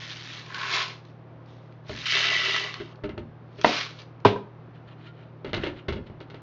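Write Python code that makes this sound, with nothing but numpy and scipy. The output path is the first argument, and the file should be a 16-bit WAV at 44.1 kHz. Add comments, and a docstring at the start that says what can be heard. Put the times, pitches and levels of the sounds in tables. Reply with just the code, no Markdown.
"""Dry kernels, each impact a brief random-pitched grain, are tipped from a tall plastic canister into a cup
and poured into the ringing jar of an idle blender. The canister, a sum of struck modes and noise, is knocked
upright and set down on the worktop; then fingers scuff as the blender's lid is pressed on, with modal knocks.
Sine lines and filtered noise make a mains appliance hum in the small kitchen; a dull microphone is close by."""
import sys
import numpy as np
from scipy import signal
from scipy.fft import rfft, irfft
from scipy.io import wavfile

SR = 44100
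rng = np.random.default_rng(int(sys.argv[2]) if len(sys.argv) > 2 else 0)


def generate_wav(sig):
    """Save sig (samples, or channels by samples) to the path in sys.argv[1] as 16-bit PCM at SR."""
    pcm = np.round(np.clip(np.atleast_2d(sig).T, -1, 1) * 32767).astype(np.int16)
    wavfile.write(sys.argv[1], SR, pcm)


N = 283117
T = np.arange(N) / SR  # time axis, s

# Levels and gains in the tables are relative: the functions add the balance of the layers.

# Surges of kernels, columns: start_s, attack_s, hold_s, release_s, level_db, sag_db (negative: swells)
# kernels trickling out of the canister
TRICKLE_SURGES = [(0, 0.0018, .39, .18, -39.5, 4)]
# the whole mass sliding out in a rush
RUSH_SURGES = [(.37, .38, .07, .175, -26, 2)]
# the sliding mass drumming on the canister wall
SLIDE_SURGES = [(.4, .135, .275, .14, -38.5, -5.5)]
# kernels shifting in the cup as it is lifted, swung over and tilted
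SHIFT_SURGES = [(1, 0.067, .02, 0.14, -67, -1.5), (1.41, 0.078, .24, .4, -63.5, 12.5),
                (1.84, 0.056, .145, 0.045, -45, -5)]
# the first few kernels falling into the jar, then the stream
POUR_SURGES = [(2.042, .026, .004, .07, -24, 6.5), (2.02, .09, .46, .36, -21, 6.5)]
# weight of the stream drumming on the floor of the jar
DRUM_SURGES = [(2.04, .12, .44, .6, -37.5, 4)]
# kernels slithering, then dropping back down the canister
SETTLE_SURGES = [(3.46, .14, .42, .09, -52.5, 1), (3.63, 0.015, 0.16, 0.12, -31, -1.5)]
# the stream waking the main note of the jar's wall: as above, with gain_db for level_db
WALL_NOTE_SURGES = [(2.03, 0.14, 0.49, 0.36, -1, -4.5), (2.26, 0.11, 0.018, 0.081, 2, 10)]

# Spectral colour of each flow, columns: frequency_hz, gain_db
TRICKLE_SPECTRUM = [(400, -34.5), (750, -20), (1050, -7), (1350, -6.5), (1800, -0.5), (2600, -2.5),
                    (3700, -0.5), (5000, -8), (6200, -13.5), (7600, -36)]
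RUSH_SPECTRUM = [(200, -49), (390, 0.5), (500, -14.5), (690, -5), (850, -11.5), (1070, 0.5), (1700, -11.5),
                 (2050, 0), (2400, 2.5), (3300, 0.5), (4200, -0.5), (5800, -11), (6800, -18), (7600, -40.5)]
SLIDE_SPECTRUM = [(500, -35), (850, -18.5), (1070, 3), (1220, -14), (1350, -3), (1500, -3.5), (1700, -1),
                  (2050, -13), (3500, -42.5)]
POUR_SPECTRUM = [(400, -39), (800, -27.5), (1200, -16), (1650, -6), (2100, -2), (2450, -6), (3000, -2),
                 (4500, -7), (6200, -17), (7600, -38)]
DRUM_SPECTRUM = [(120, -28), (270, -11), (325, -12), (385, 2), (500, -13.5), (670, -3), (800, -12.5),
                 (1150, 0), (1800, -14), (4000, -57.5)]
SETTLE_SPECTRUM = [(240, -41), (400, -4), (730, -19), (1150, 1), (1800, -2.5), (2300, 1.5), (3000, -0.5),
                   (4250, -0.5), (6200, -13), (7600, -35.5)]
# resonances of the jar under the falling kernels: frequency_hz, width_hz, gain_db
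JAR_RESONANCES = [(1330, 64, 4.5), (2280, 57, -1), (2640, 110, -4), (2770, 40, 3.5), (2996, 28, 5),
                  (3070, 55, -1.5), (3720, 220, -6)]
# lone kernels that strike harder: start_s, peak_db
LONE_KERNELS = [(.2515, -37), (0.3948, -29), (0.545, -21.5), (0.6148, -24), (.633, -22.5), (1.051, -42),
                (1.46, -49), (1.724, -48.5), (2.065, -22), (2.563, -14), (2.64, -19), (2.741, -22.5),
                (2.9572, -45.5), (3.6139, -22.5), (3.9888, -34), (4.0183, -36.5), (4.202, -48)]

# the mass of kernels slumping onto the canister's floor: start_s, level_db
SLUMP_BLOWS = [(3.662, -26.5), (3.692, -28)]
# the canister knocked upright: start_s, level_db, hardness_db
UPRIGHT_BLOWS = [(3.6456, -13, 8.5), (3.6508, -23, -1.5)]
# the canister landing on the worktop and rocking to rest: start_s, level_db, hardness_db
LANDING_BLOWS = [(4.2495, -10, 3), (4.2545, -7.5, -5.5), (4.316, -38, -8), (4.3593, -27, -7.5)]
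# cup and lid knocking on the jar: start_s, level_db, hardness_db, worktop_push_db
JAR_KNOCKS = [(1.895, -30, -4, -5), (2.8, -28.5, -3, -14), (3.037, -26.5, -5, -5.5), (3.092, -30.5, -5, -6),
              (3.177, -29, -5, -9), (3.586, -35, -4, -18), (5.446, -28.5, -3, -13), (5.472, -36.5, -1, -1),
              (5.493, -38, -1.5, -7), (5.532, -27.5, 13, -3), (5.543, -34.5, 9, 4.5), (5.567, -26, 1.5, -8),
              (5.635, -22, -1, -19), (5.664, -23.5, -3, -13), (5.688, -36.5, -4, -10.5),
              (5.883, -23.5, 2, -4), (5.924, -33.5, 6.5, 1), (5.959, -32.5, -5, -9), (5.983, -32, -31, -10),
              (6.099, -38.5, -15, -1.5), (6.204, -39, 3.5, -11), (6.3, -44, 7, -8),
              (6.343, -38.5, 0.5, -20)]

# Modes of struck bodies, columns: frequency_hz, level_db, t60_s (before any extra damping)
# floor of the canister
CANISTER_FLOOR_MODES = [(221, -2, 0.11), (287, -3.5, 0.08), (558, -5, 0.083), (737, -5.5, 0.077)]
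# wall of the canister
CANISTER_WALL_MODES = [(224, -15, 0.17), (305, -13.5, 0.28), (470, -2, 0.16), (601, -3, 0.11),
                       (698, -5, .13), (795, -8.5, 0.11), (907, -14, 0.11), (1037, 10.5, 0.036),
                       (1380, -13, 0.041), (1423, -6, 0.036), (1593, -7, 0.02), (2040, 2.5, 0.033),
                       (2230, -7, 0.047), (2670, -10, 0.084)]
# worktop under the landing canister
TABLE_MODES = [(103, -3.5, 0.25), (157, -3, 0.1), (201.3, -16.5, 0.5), (273, -2, 0.33), (326, -11, 0.24),
               (409, 2.5, 0.11), (510, -4, 0.069), (543, -4.5, 0.15), (648, -3.5, 0.059),
               (730, -9.5, 0.065), (785, -21, 0.068), (986, -4.5, 0.092), (1067, -19, 0.13),
               (1220, -15, 0.13), (1480, -29, 0.12), (1560, -12.5, 0.1), (1880, -26, 0.11),
               (2140, -19.5, 0.15), (2337, -20.5, 0.19)]
# jar on its base
JAR_BODY_MODES = [(208.5, -13.5, 0.083), (276.7, -9, 0.41), (320.7, -7.5, 0.24), (370, 4, 0.13),
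                  (399.7, 4.5, 0.089), (451, 1, 0.066), (559.4, -3.5, 0.1), (619, -6.5, 0.095)]
# plastic rim and lid
RIM_AND_LID_MODES = [(920, 2.5, 0.16), (1150, -10.5, 0.058), (1374, -18, 0.2), (1663, -2, 0.11),
                     (1780, -3, .11), (2100, 10, 0.073), (2310, -6, 0.15), (2520, -4, 0.13),
                     (2960, -15.5, 0.19), (3320, -9, 0.058), (3330, -1.5, 0.1)]

# Spectral colour of contacts, rubbing and air, columns: frequency_hz, gain_db
# crack of the knocked canister
WALL_SPECTRUM = [(30, -20), (70, -9.5), (350, -1), (700, 2), (1200, 2.5), (1900, -7.5), (2600, -19.5),
                 (3700, -14), (5900, -59), (7600, -48)]
# crack of the landing
WORKTOP_SPECTRUM = [(30, -22), (70, -9), (400, 1), (680, 1.5), (1000, 4.5), (1500, -15.5), (2200, -24),
                    (3700, -26), (6000, -49), (7600, -68)]
# kernels jolted by the landing
RATTLE_SPECTRUM = [(300, -3), (700, 2), (1100, -3.5), (1600, -6.5), (2500, -4), (3700, -5.5), (5000, -16.5),
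                   (6200, -27), (7600, -42)]
# parts of a knock on the jar: middle, treble, bass
CLACK_SPECTRUM = [(300, -8.5), (600, 2), (850, -6.5), (1150, -4), (1400, 1.5), (1650, -4), (1900, -4.5),
                  (2200, -3.5), (2450, -8), (2850, -1.5), (3400, -18), (4500, -33), (7500, -55.5)]
SNAP_SPECTRUM = [(1500, -21), (3200, 4.5), (4200, 3), (5000, -7.5), (6200, -15.5), (7500, -37)]
BOOM_SPECTRUM = [(28, -8), (60, -6), (100, 2), (170, -3.5), (225, -0.5), (290, -10.5), (500, -68.5)]
# skin over plastic
SCUFF_SPECTRUM = [(400, -14.5), (730, -11), (1300, 5), (2200, 3), (3200, 3), (4200, -1.5), (5000, -13.5),
                  (6200, -22), (7600, -33)]
# rush of the appliance's fan
AIR_SPECTRUM = [(25, -34), (50, -22.5), (84, -16), (125, -14), (170, -9.5), (210, -15.5), (355, -13),
                (440, -17.5), (620, -18.5), (1170, -24), (1760, -31), (3800, -43.5), (6000, -57),
                (7600, -75)]

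# fingers scuffing over the plastic: centre_s, half_length_s (to 1/e), level_db
FINGER_STROKES = [(4.76, .018, -55.5), (4.887, 0.014, -51.5), (4.923, 0.016, -50.5), (5.025, 0.041, -51),
                  (5.076, 0.018, -46), (5.21, 0.064, -56.5), (5.506, .02, -50.5), (5.653, 0.052, -36.5),
                  (5.781, 0.024, -44.5), (6.072, 0.01, -49), (6.357, 0.064, -58)]
# resonances of the rubbed lid: frequency_hz, width_hz, gain_db
LID_RESONANCES = [(1380, 30, 0), (1800, 130, -9), (2470, 63, -8), (2820, 31, -8), (3020, 42, -3),
                  (3430, 25, -13), (4040, 34, -16)]
# hum and motor lines of the appliance: frequency_hz, rms_db
HUM_LINES = [(118.4, -49.5), (156.1, -53.5), (360.7, -71.5), (522.2, -67.5), (629.8, -70.5)]

GRAIN_T60_S = .009  # decay of one kernel's impact
SURGE_DEPTH_DB = 31  # rise during the attack, and fall during the release
# Parts of a knock of hardness 0, before its own level and push: hardness adds fully to the snap
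# and by a share to rim and clack.
THUD_DB, RIM_DB, CLACK_DB, SNAP_DB, BOOM_DB = -5, -16.5, -11, -18.5, -3.5
BRIGHT_HARDNESS_SHARE = 0.65
AIR_DB = -51  # rms before its slow flicker
TOP_HZ = 7400  # upper limit of the microphone


def kernels():
    """Granular impact: colliding kernels sum to a rustle, coloured by the vessel that they strike."""
    out = flow(surges(TRICKLE_SURGES), TRICKLE_SPECTRUM, rate=1300, spread_db=-0.5, db=0.0, clump_db=1.8)
    out += flow(surges(RUSH_SURGES), RUSH_SPECTRUM, rate=2200, spread_db=-1.0, db=-0.5, clump_db=2.15)
    out += flow(surges(SLIDE_SURGES), SLIDE_SPECTRUM, rate=830, spread_db=3.0, db=1.0, clump_db=-0.5)
    out += flow(surges(SHIFT_SURGES), TRICKLE_SPECTRUM, rate=1300, spread_db=1.0, db=2.5, clump_db=0.2)
    out += flow(surges(SETTLE_SURGES), SETTLE_SPECTRUM, rate=2200, spread_db=1, db=0.3, clump_db=-1.7)
    out += flow(surges(DRUM_SURGES), DRUM_SPECTRUM, rate=500, spread_db=-1, db=1.5, clump_db=1.0)
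    return out + pour() + lone_kernels()


def pour():
    """Forced resonance: the falling stream excites the jar and the main note of its wall."""
    stream = flow(surges(POUR_SURGES), POUR_SPECTRUM, rate=2000, spread_db=-0.3, db=0.5, clump_db=.4)
    jar = resonances(stream, JAR_RESONANCES)
    wall = resonate(stream, hz=1984, width=67) * surges(WALL_NOTE_SURGES)
    return amp(-3.5) * stream + amp(-3.0) * jar + amp(2.5) * wall


def lone_kernels():
    """Single impacts: each harder strike is a short coloured contact."""
    out = np.zeros(N)
    for s, peak_db in LONE_KERNELS:
        tick = colour(contact(0.019, scatter_db=11.5), SETTLE_SPECTRUM)
        add(out, s, amp(peak_db) * tick / np.abs(tick).max())
    return out


def slump():
    """Modal excitation: kernels landing together thump the canister's floor."""
    out = np.zeros(N)
    for s, db in SLUMP_BLOWS:
        add(out, s, amp(db) * ring(CANISTER_FLOOR_MODES, detune=.005, vary_db=1.5))
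    return out


def canister():
    """Impact of a hollow body: a knock rings its wall; landing rings the worktop and jolts the kernels."""
    out = np.zeros(N)
    for s, db, hard_db in UPRIGHT_BLOWS:
        wall = ring(CANISTER_WALL_MODES, detune=.002, vary_db=.4)
        crack = unit_attack(colour(contact(.02, scatter_db=-5), WALL_SPECTRUM))
        add(out, s, amp(db) * (amp(-1.5) * wall + amp(hard_db - 5.5) * crack))
    for s, db, hard_db in LANDING_BLOWS:
        crack = unit_attack(colour(contact(0.035, scatter_db=9), WORKTOP_SPECTRUM))
        rattle = unit_attack(colour(contact(0.21, scatter_db=15), RATTLE_SPECTRUM))
        body = ring(TABLE_MODES, damping=1.48, detune=0.0099, vary_db=3.3)
        hard = amp(hard_db) * (amp(-5.5) * crack + amp(-16.5) * rattle)
        add(out, s, amp(db) * (amp(-5.0) * body + hard))
    return out


def blender():
    """Contact hardness: cup or lid thuds on the jar; harder contacts are brighter, pushes boom the worktop."""
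    out = np.zeros(N)
    for s, db, hard_db, push_db in JAR_KNOCKS:
        thud = amp(THUD_DB) * ring(JAR_BODY_MODES, damping=1.47, detune=0.043, vary_db=4.0)
        rim = amp(RIM_DB) * ring(RIM_AND_LID_MODES, damping=0.88, detune=0.012, vary_db=7.0)
        clack = amp(CLACK_DB) * unit_attack(colour(chatter(0.13, scatter_db=8.5), CLACK_SPECTRUM))
        snap = amp(SNAP_DB) * unit_attack(colour(chatter(0.08, scatter_db=16), SNAP_SPECTRUM))
        boom = amp(BOOM_DB) * unit_attack(colour(contact(0.46, scatter_db=7.5), BOOM_SPECTRUM))
        bright = amp(BRIGHT_HARDNESS_SHARE * hard_db) * (rim + clack) + amp(hard_db) * snap
        add(out, s, amp(db) * (thud + bright + amp(push_db) * boom))
    return out


def fingers():
    """Friction: swelling and fading strokes of skin wake the lid's resonances; a squeak joins them."""
    strokes = sum(amp(db) * np.exp(-((T - s) / length) ** 2) for s, length, db in FINGER_STROKES)
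    audible = strokes * (strokes > 1e-6)
    rub = flow(audible, SCUFF_SPECTRUM, rate=2200, spread_db=0.5, db=-2.0, clump_db=1.0)
    return amp(-3.5) * rub + amp(2.0) * resonances(rub, LID_RESONANCES) + squeak()


def squeak(s=5.095, hz=1400, detune=.012, db=-50, length=.024):
    """Stick-slip: a fingertip on the lid gives a brief note, its pitch drawn once, its level wavering."""
    pitch_hz = hz * (1 + detune * rng.standard_normal())
    slip = np.exp(-((T - s) / length) ** 2)
    return unit(np.sin(2 * np.pi * pitch_hz * T)) * amp(db + 1.8 * wander(120)) * slip


def background(flicker_db=0.57):
    """Steady tones and turbulence: an appliance's hum over the soft, slightly flickering rush of its fan."""
    hum = sum(np.sqrt(2) * amp(db) * np.sin(2 * np.pi * (hz * T + rng.random())) for hz, db in HUM_LINES)
    air = unit(colour(rng.standard_normal(N), AIR_SPECTRUM))
    flicker = np.interp(T, np.linspace(0, T[-1], 30), rng.standard_normal(30))
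    return amp(0.5) * hum + air * amp(AIR_DB + flicker_db * flicker)


def flow(gain, points, rate, spread_db, db, clump_db, clumps_per_s=35):
    """Superposition: many small impacts, their level wandering in clumps, sound through one vessel."""
    start, end = T[gain > 0][[0, -1]]
    stream = colour(collisions(start, end, rate, spread_db, GRAIN_T60_S, count=5), points)
    # rms near 1 within the active span rather than over the whole scene
    stream = unit(stream) * np.sqrt((end - start) / T[-1])
    return stream * gain * amp(db + clump_db * wander(clumps_per_s))


def collisions(start, end, rate, spread_db, t60, count):
    """Random impacts: sizes spread exponentially in dB; each rings briefly at count pitches of its own."""
    chance = rng.random((int(rate * (end - start)), count + 2))
    t = T[:SR // 100]
    # positive spread: a few large among many small; negative: a few small among many large
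    size = amp(-spread_db * np.log(chance[:, 1] + .012))
    pitch_hz = 8000 * chance[:, 2:, None]
    swing = np.cos(2 * np.pi * pitch_hz * t).sum(axis=1)
    sign = (-1) ** np.arange(len(size))
    grains = (sign * size)[:, None] * swing * np.exp(-np.log(1000) * t / t60)
    first = ((start + (end - start) * chance[:, 0]) * SR).astype(int)
    where = first[:, None] + np.arange(len(t))
    return np.bincount(where.ravel(), grains.ravel(), N)[:N]


def surge(start, attack, hold, release, db, sag_db, fade=0.015):
    """Envelope of one movement: attack, sagging hold and release, each straight in dB."""
    s = start + np.cumsum([0, attack, hold, release])
    level = np.interp(T, s, [-SURGE_DEPTH_DB, 0, -sag_db, -sag_db - SURGE_DEPTH_DB])
    return amp(db + level) * np.interp(T, [s[0] - fade, s[0], s[-1], s[-1] + fade], [0, 1, 1, 0])


def surges(rows):
    """Superposed envelopes of several movements."""
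    return sum(surge(*row) for row in rows)


def wander(rate):
    """Random modulation: a new value rate times a second, joined by straight lines."""
    return np.interp(T * rate, np.arange(1024), rng.standard_normal(1024))


def ring(modes, damping=1, detune=0.0075, vary_db=1):
    """Modal decay: damped sines, a little differently tuned and weighted at each blow."""
    t = T[:SR // 2]
    hz, db, t60 = np.transpose(modes)[:, :, None]
    chance = rng.standard_normal((2, len(modes), 1))
    sign = (-1) ** np.arange(len(modes))[:, None]
    swing = np.sin(2 * np.pi * hz * (1 + detune * chance[0]) * t)
    decay = np.exp(-np.log(1000) * damping * t / t60)
    return unit_attack(np.sum(sign * amp(db + vary_db * chance[1]) * swing * decay, axis=0))


def contact(t60, scatter_db):
    """Impulsive force: a sharp push with a brief dying noise of the touching surfaces."""
    noise = burst(t60)
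    out = amp(scatter_db) * noise / np.linalg.norm(noise)
    out[0] += 1
    return out


def chatter(t60, scatter_db, bounces_per_s=900):
    """Repeated impact: a sharp push followed by separate tiny bounces that die away."""
    bounces = burst(t60) * (rng.random(SR // 2) < bounces_per_s / SR)
    out = amp(scatter_db) * bounces / (np.linalg.norm(bounces) + 1e-18)
    out[0] += 1
    return out


def burst(t60):
    """Exponential decay: half a second of noise falling 60 dB in t60 seconds."""
    t = T[:SR // 2]
    return rng.standard_normal(len(t)) * 1e-3 ** (t / t60)


def resonate(x, hz, width):
    """Resonance: one band-pass peak, gain 1 at its centre."""
    return signal.lfilter(*signal.iirpeak(hz, hz / width, fs=SR), x)


def resonances(x, rows):
    """Parallel resonances of one body, each with its own gain."""
    return sum(amp(db) * resonate(x, hz, width) for hz, width, db in rows)


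def colour(x, points):
    """Minimum-phase filtering: a causal response through (frequency_hz, gain_db) points."""
    hz, db = np.transpose(points)
    grid = np.fft.rfftfreq(8192, 1 / SR)
    cepstrum = irfft(np.log(amp(np.interp(np.log(grid + 1), np.log(hz), db))))
    # folding the cepstrum onto positive time makes the filter causal
    half = len(cepstrum) // 2
    cepstrum[1:half] *= 2
    cepstrum[half + 1:] = 0
    response = irfft(np.exp(rfft(cepstrum)))[:half]
    return signal.fftconvolve(x, response)[:len(x)]


def amp(db):
    """Logarithmic level: decibels to gain."""
    return 10 ** (np.asarray(db) / 20)


def unit(x):
    """Mean power: scale to rms 1."""
    return x / np.sqrt(np.mean(x ** 2) + 1e-18)


def unit_attack(x):
    """Onset power: scale a blow so that its first 20 ms have rms 1."""
    return x / np.sqrt(np.mean(x[:SR // 50] ** 2) + 1e-18)


def add(out, s, x):
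    """Superposition: mix x into out from time s on."""
    i = max(int(s * SR), 0)
    out[i:i + len(x)] += x[:N - i]


def kitchen(x, t60, wet_db, early_t60, early_db):
    """Reverberation: dense early reflections and the room's coloured tail, both as dying noise."""
    early = burst(early_t60)
    tail = colour(burst(t60), [(80, -9.0), (300, 6), (1000, 4.5), (3000, -4.0), (7500, -2.0)])
    echo = amp(early_db) * early / np.linalg.norm(early) + amp(wet_db) * tail / np.linalg.norm(tail)
    out = x.copy()
    add(out, .004, signal.fftconvolve(x, echo)[:N])
    return out


def scene():
    """Direct and reflected sound: all on the worktop sounds into the kitchen; the canister is nearest."""
    far = kitchen(kernels() + fingers() + blender(), t60=0.44, wet_db=-13.5, early_t60=0.14, early_db=-8)
    near = kitchen(canister() + slump(), t60=0.38, wet_db=-18, early_t60=0.32, early_db=-17.0)
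    return (amp(-1.3) * far + near + background())[None]


def record(dry):
    """Saturation and band limit: the microphone rounds the loudest peaks and passes no high treble."""
    ceiling = .74
    rounded = ceiling * np.tanh(dry / ceiling)
    lowpass = signal.ellip(8, .3, 65, TOP_HZ, fs=SR, output="sos")
    return signal.sosfilt(lowpass, rounded)


dry = scene()
out = record(dry)
generate_wav(out)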